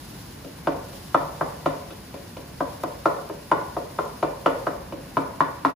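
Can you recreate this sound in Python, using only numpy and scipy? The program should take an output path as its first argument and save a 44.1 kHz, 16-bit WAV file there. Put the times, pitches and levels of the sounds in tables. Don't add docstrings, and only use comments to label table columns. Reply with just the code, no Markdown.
import sys
import numpy as np
from scipy import signal
from scipy.fft import rfft, irfft, next_fast_len
from scipy.io import wavfile
from scipy.ndimage import map_coordinates

SR = 44100
rng = np.random.default_rng(int(sys.argv[2]) if len(sys.argv) > 2 else 0)


def to_wav(s):
    ch = np.atleast_2d(s).T
    pcm = np.round(np.clip(ch, -1, 1) * 32767)
    wavfile.write(sys.argv[1], SR, pcm.astype(np.int16))


N = 253696

# (time [s], rumble level [dB], sizzle level [dB])
BED_LEVELS = [(0.0, -41.5, -46), (.7, -41, -46.5), (2.2, -41.5, -47.5), (3.7, -41.5, -47.5),
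              (5.7, -41, -48.5)]


def amp(db):
    return 10 ** (np.asarray(db) / 20)


def unit(x):
    return x / np.sqrt(np.mean(x ** 2) + 1e-20)


def along(points, hz):
    f, v = np.transpose(points)
    return np.interp(np.log(hz + 1), np.log(f + 1), v)


def wobble(rate):
    knots = rng.standard_normal(int(N * rate / SR) + 4)
    return map_coordinates(knots, [np.arange(N) * rate / SR])


def filtered(x, response):
    n = x.shape[-1]
    m = next_fast_len(n + 4096)
    return irfft(rfft(x, m) * response(np.fft.rfftfreq(m, 1 / SR)), m)[..., :n]


def stereo(pair, spectrum, alike):
    def mid_side_gains(hz):
        turn = np.arccos(np.clip(along(alike, hz), -1, 1)) / 2
        return amp(along(spectrum, hz)) * [np.cos(turn), np.sin(turn)]

    mid, side = filtered(pair, mid_side_gains)
    return np.array([mid + side, mid - side])


def burner_rumble():
    # (frequency [Hz], relative level [dB per Hz])
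    rumble_colour = [(15, -60), (25, -54), (45, -1), (96, -3.5), (155, -1), (193, -4.5), (236, -6.5),
                     (266, -6), (366, -10.5), (485, -15.5), (1060, -15.5), (1240, -21.5), (1520, -19),
                     (3000, -27), (3900, -122), (6600, -120)]
    # (frequency [Hz], left-right likeness [-1 to 1])
    rumble_alike = [(40, 0.93), (70, 0.99), (130, 0.99), (290, 0.85), (640, 0.15), (1400, 0.38)]
    s, rumble_db, _ = np.transpose(BED_LEVELS)
    rumble = unit(stereo(rng.standard_normal((2, N)), rumble_colour, rumble_alike))
    level_db = np.interp(np.arange(N) / SR, s, rumble_db) + 0.34 * wobble(7.66)
    return amp(level_db) * rumble


def fat_spits():
    # (time [s], starting level before colouring [dB])
    spit_times = [(2.836, -27), (3.291, -35)]
    out, t = np.zeros(N + SR), np.arange(SR // 50) / SR
    for s, db in spit_times:
        out[round(s * SR):][:len(t)] += amp(db - 60 * t / 0.017) * rng.standard_normal(len(t))
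    return out[:N]


def from_right(pair):
    lag_s, full_turn = 0.0002807, 5.5

    def phase_shifts(hz):
        lag_phase = 2 * np.pi * hz * lag_s - full_turn * np.clip(hz / 2500, 0, 1)
        return np.exp(.5j * np.outer([-1, 1], lag_phase))

    return filtered(pair, phase_shifts)


def sizzling_rice():
    # (frequency [Hz], level [dB per Hz])
    sizzle_colour = [(500, -50), (1500, -17.5), (3000, -0.5), (5000, 1.5), (7000, -5), (10000, -2.5),
                     (12000, -5.5), (15500, -3)]
    # (frequency [Hz], left-right likeness [-1 to 1])
    sizzle_alike = [(2000, 0.11), (6000, 0.13), (9000, 1), (15000, 1)]
    s, _, sizzle_db = np.transpose(BED_LEVELS)
    t = np.arange(N) / SR
    pop_here = rng.random(N) < 1500 / SR
    pops = pop_here * amp(8.6 * rng.exponential(size=N)) * rng.standard_normal(N)
    fizz = rng.standard_normal((2, N)) + [0.064 * unit(pops), 0 * t]
    swell_db = 0.8 * wobble(5.28) + 0.83 * wobble(60)
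    fizz = unit(stereo(fizz * amp(swell_db), sizzle_colour, sizzle_alike))
    spits = stereo(np.array([fat_spits(), 0 * t]), sizzle_colour, sizzle_alike)
    return from_right(amp(np.interp(t, s, sizzle_db)) * fizz + spits)


def kitchen(knock):
    # (frequency [Hz], decay time t60 [s])
    room_decay = [(100, 0.13), (260, 0.49), (700, 0.66), (1840, 0.51), (4850, 0.25)]
    # (frequency [Hz], relative level [dB])
    echo_colour = [(150, -6), (300, -6), (550, 0), (800, -4.5), (1010, -4), (1150, -2.5), (1450, -6.5),
                   (1900, 1.5), (2800, -2.5), (5000, 1.5)]
    # (frequency [Hz], left-right likeness of the echo [-1 to 1])
    echo_alike = [(100, 0.55), (300, 0.67), (600, 0.022), (5000, 0.21)]
    hz, t, z = signal.stft(rng.standard_normal((2, SR // 2)), SR, nperseg=256)
    decay = amp(-60 * t / along(room_decay, hz)[:, None])
    tail = signal.istft(z * decay, SR, nperseg=256)[1]
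    build_up = 1 - np.exp(-np.arange(tail.shape[1]) / SR / 0.012)
    tail = stereo(tail * build_up, echo_colour, echo_alike)
    return signal.fftconvolve(knock[None], tail / np.linalg.norm(tail[0]), axes=1)


def near_surfaces():
    # (delay [s], left level [dB], right level [dB])
    bounces = [(.0031, -3, -82), (.0058, -10.5, -17.5), (.0095, -34, -2.5), (0.018, -8.5, -25)]
    near = np.zeros((2, SR // 20))
    near[:, 0] = 1
    for delay, left_db, right_db in bounces:
        near[:, round(delay * SR)] = amp([left_db, right_db])
    return near


def ringing(hz, db, t60, swell, t):
    rise = (1 - np.exp(-t * hz / swell)) ** 3
    level_db = db + rng.normal(0, 1.77, hz.shape) - 60 * t / t60
    return -np.sum(amp(level_db) * rise * np.sin(2 * np.pi * hz * t), axis=0)


def strengths(body_db, ring_db, tick_db, place):
    range_centres = [150, 265, 350, 610, 1000, 1400, 2600]
    low_db = ring_db + 0.99 * (body_db - ring_db)
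    thump_db = low_db - 11
    boom_db = low_db - 13.5 + 15 * place
    thud_db = low_db - 9.5 - 10 * place
    edge_db = ring_db - 1
    return list(zip(range_centres, [thump_db, boom_db, thud_db, body_db, ring_db, edge_db, tick_db + 2.5]))


def wood_tick(tick_db, t):
    # (frequency [Hz], relative level [dB per Hz])
    tick_colour = [(1200, -116), (2500, 2.5), (5000, -4.5), (8000, -16), (15000, -23)]
    tick = unit(filtered(rng.standard_normal(len(t)), lambda f: amp(along(tick_colour, f))))
    return tick * amp(tick_db - 60 * t / 0.049) * (1 - np.exp(-t / 0.0015))


def blade_clack(blade_hz, clack_db, body_db, t):
    # (multiple of blade pitch, level [dB], t60 [s], swell [cycles], share following the pot's body [0-1])
    blade_modes = [(.43, 2, 0.022, 1.6, 1), (.56, 1.5, 0.03, 2.5, .8), (1.002, 15, 0.011, 2.59, 0),
                   (1.13, 3, 0.012, 1.36, 0.49), (1.6, -7.5, 0.015, 2.54, 0)]
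    ratio, mode_db, t60, swell, share = np.transpose(blade_modes)[..., None]
    level_db = mode_db + clack_db + share * (body_db - clack_db)
    clack = ringing(ratio * blade_hz, level_db, t60, swell, t)
    return filtered(clack, lambda f: (1500 ** 2 / (1500 ** 2 - f * f + 1j * f * 1300)) ** 2)


def at_microphones(pair):
    # (frequency [Hz], left over right [dB])
    left_over_right = [(250, -5), (450, .5), (3000, 1)]
    pair = filtered(pair, lambda f: amp(np.outer([.5, -.5], along(left_over_right, f))))
    mid = np.mean(pair, axis=0)
    side = filtered(pair[0] - mid, lambda f: (1j * f / (180 + 1j * f)) ** 2)
    return np.array([mid + side, mid - side])


def spatula():
    # (time [s], pot body level [dB], brighter ring level [dB], blade clack level [dB],
    # wood-on-steel tick level [dB], place [-1 = middle of pot, 1 = wall], blade pitch [Hz])
    knock_list = [(0.445, -24, -54, -57, -51, 0.41, 1120), (0.670, -9, -15.5, -16, -36.5, 0.15, 1333),
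                  (0.928, -35, -46, -47, -52, -0.52, 1224), (1.144, -9, -11, -8, -35.5, -0.073, 1313),
                  (1.409, -12.5, -16, -16, -44, 0.16, 1340), (1.658, -9.5, -16, -15.5, -35.5, 0.056, 1310),
                  (1.905, -28, -55, -37, -44.5, -0.25, 1200), (2.140, -23, -36, -46, -49, 0.034, 1190),
                  (2.367, -23.5, -39, -38, -45, 0.31, 1184), (2.604, -13, -18.5, -19.5, -45.5, 0.37, 1314),
                  (2.834, -15.5, -20, -20.5, -45.5, 0.057, 1294),
                  (3.055, -9.5, -11, -11, -35.5, -0.32, 1346), (3.296, -22, -38, -26, -50, -0.75, 1050),
                  (3.514, -10.5, -8.5, -10, -35.5, -0.14, 1356), (3.765, -18, -20.5, -20, -48, -0.61, 1263),
                  (3.986, -15, -15.5, -13.5, -44, -0.63, 1326),
                  (4.226, -12, -15.5, -16.5, -37, -0.18, 1310), (4.459, -9, -10.5, -9, -31.5, 0.008, 1319),
                  (4.667, -12.5, -17.5, -14.5, -43, 0.17, 1316), (4.922, -20, -40, -24.5, -45, 0.34, 963),
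                  (5.168, -11.5, -13, -9, -38, 0.33, 1084), (5.404, -12, -11, 0, -36, 0.64, 1100),
                  (5.648, -13.5, -10, -3, -33.5, 0.67, 1105)]
    # (frequency [Hz], level [dB], t60 [s], swell [cycles])
    pot_modes = [(152.7, 0, 0.16, 1.11), (274.2, 4.5, .12, 1.54), (323, 8.5, 0.053, 1.3),
                 (428.4, -3.5, 0.091, 1.2), (489.4, 5, 0.038, 1.26), (544, 1, 0.042, 1.23),
                 (692, -3, 0.047, 1.78), (926.8, 1, 0.04, 1.38), (994, 18, 0.021, 3.96),
                 (1167, -4.5, 0.027, 1.17), (1446, -8.5, 0.068, 0.59), (1764, -6, 0.03, 1.57),
                 (1897, -9, 0.032, 1.3), (2359, 2.5, 0.022, 1.6), (2980, 3.5, 0.011, 0.81),
                 (3473, -4, 0.022, 0.96), (4560, -35, 0.015, 1.4)]
    echo_db, clack_echo_db = -1.5, -4.5
    out, t = np.zeros((2, N + SR)), np.arange(SR // 5) / SR
    hz, mode_db, t60, swell = np.transpose(pot_modes)[..., None]
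    near = near_surfaces()
    for s, body_db, ring_db, clack_db, tick_db, place, blade_hz in knock_list:
        drive_db = along(strengths(body_db, ring_db, tick_db, place), hz)
        ring = ringing(hz, mode_db + drive_db, t60, swell, t)
        clack = blade_clack(blade_hz, clack_db, body_db, t)
        tick = wood_tick(tick_db, t)
        direct = signal.fftconvolve((ring + clack + tick)[None], near, axes=1)
        echo = amp(echo_db) * kitchen(ring + amp(clack_echo_db) * clack + tick)
        start = round((s + .0004) * SR)
        out[:, start:][:, :direct.shape[1]] += direct
        out[:, start:][:, :echo.shape[1]] += echo
    return at_microphones(out[:, :N])


def scene():
    return burner_rumble() + sizzling_rice() + spatula()


def record(dry):
    # (start [s], end [s])
    fade_span = (5.705, 5.745)
    top_hz = 15670
    fade = np.interp(np.arange(N) / SR, fade_span, [1, 0]) ** 2
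    return filtered(dry * fade, lambda hz: (1j * hz / (28 + 1j * hz)) ** 2 * (hz < top_hz))


dry = scene()
out = record(dry)
to_wav(out)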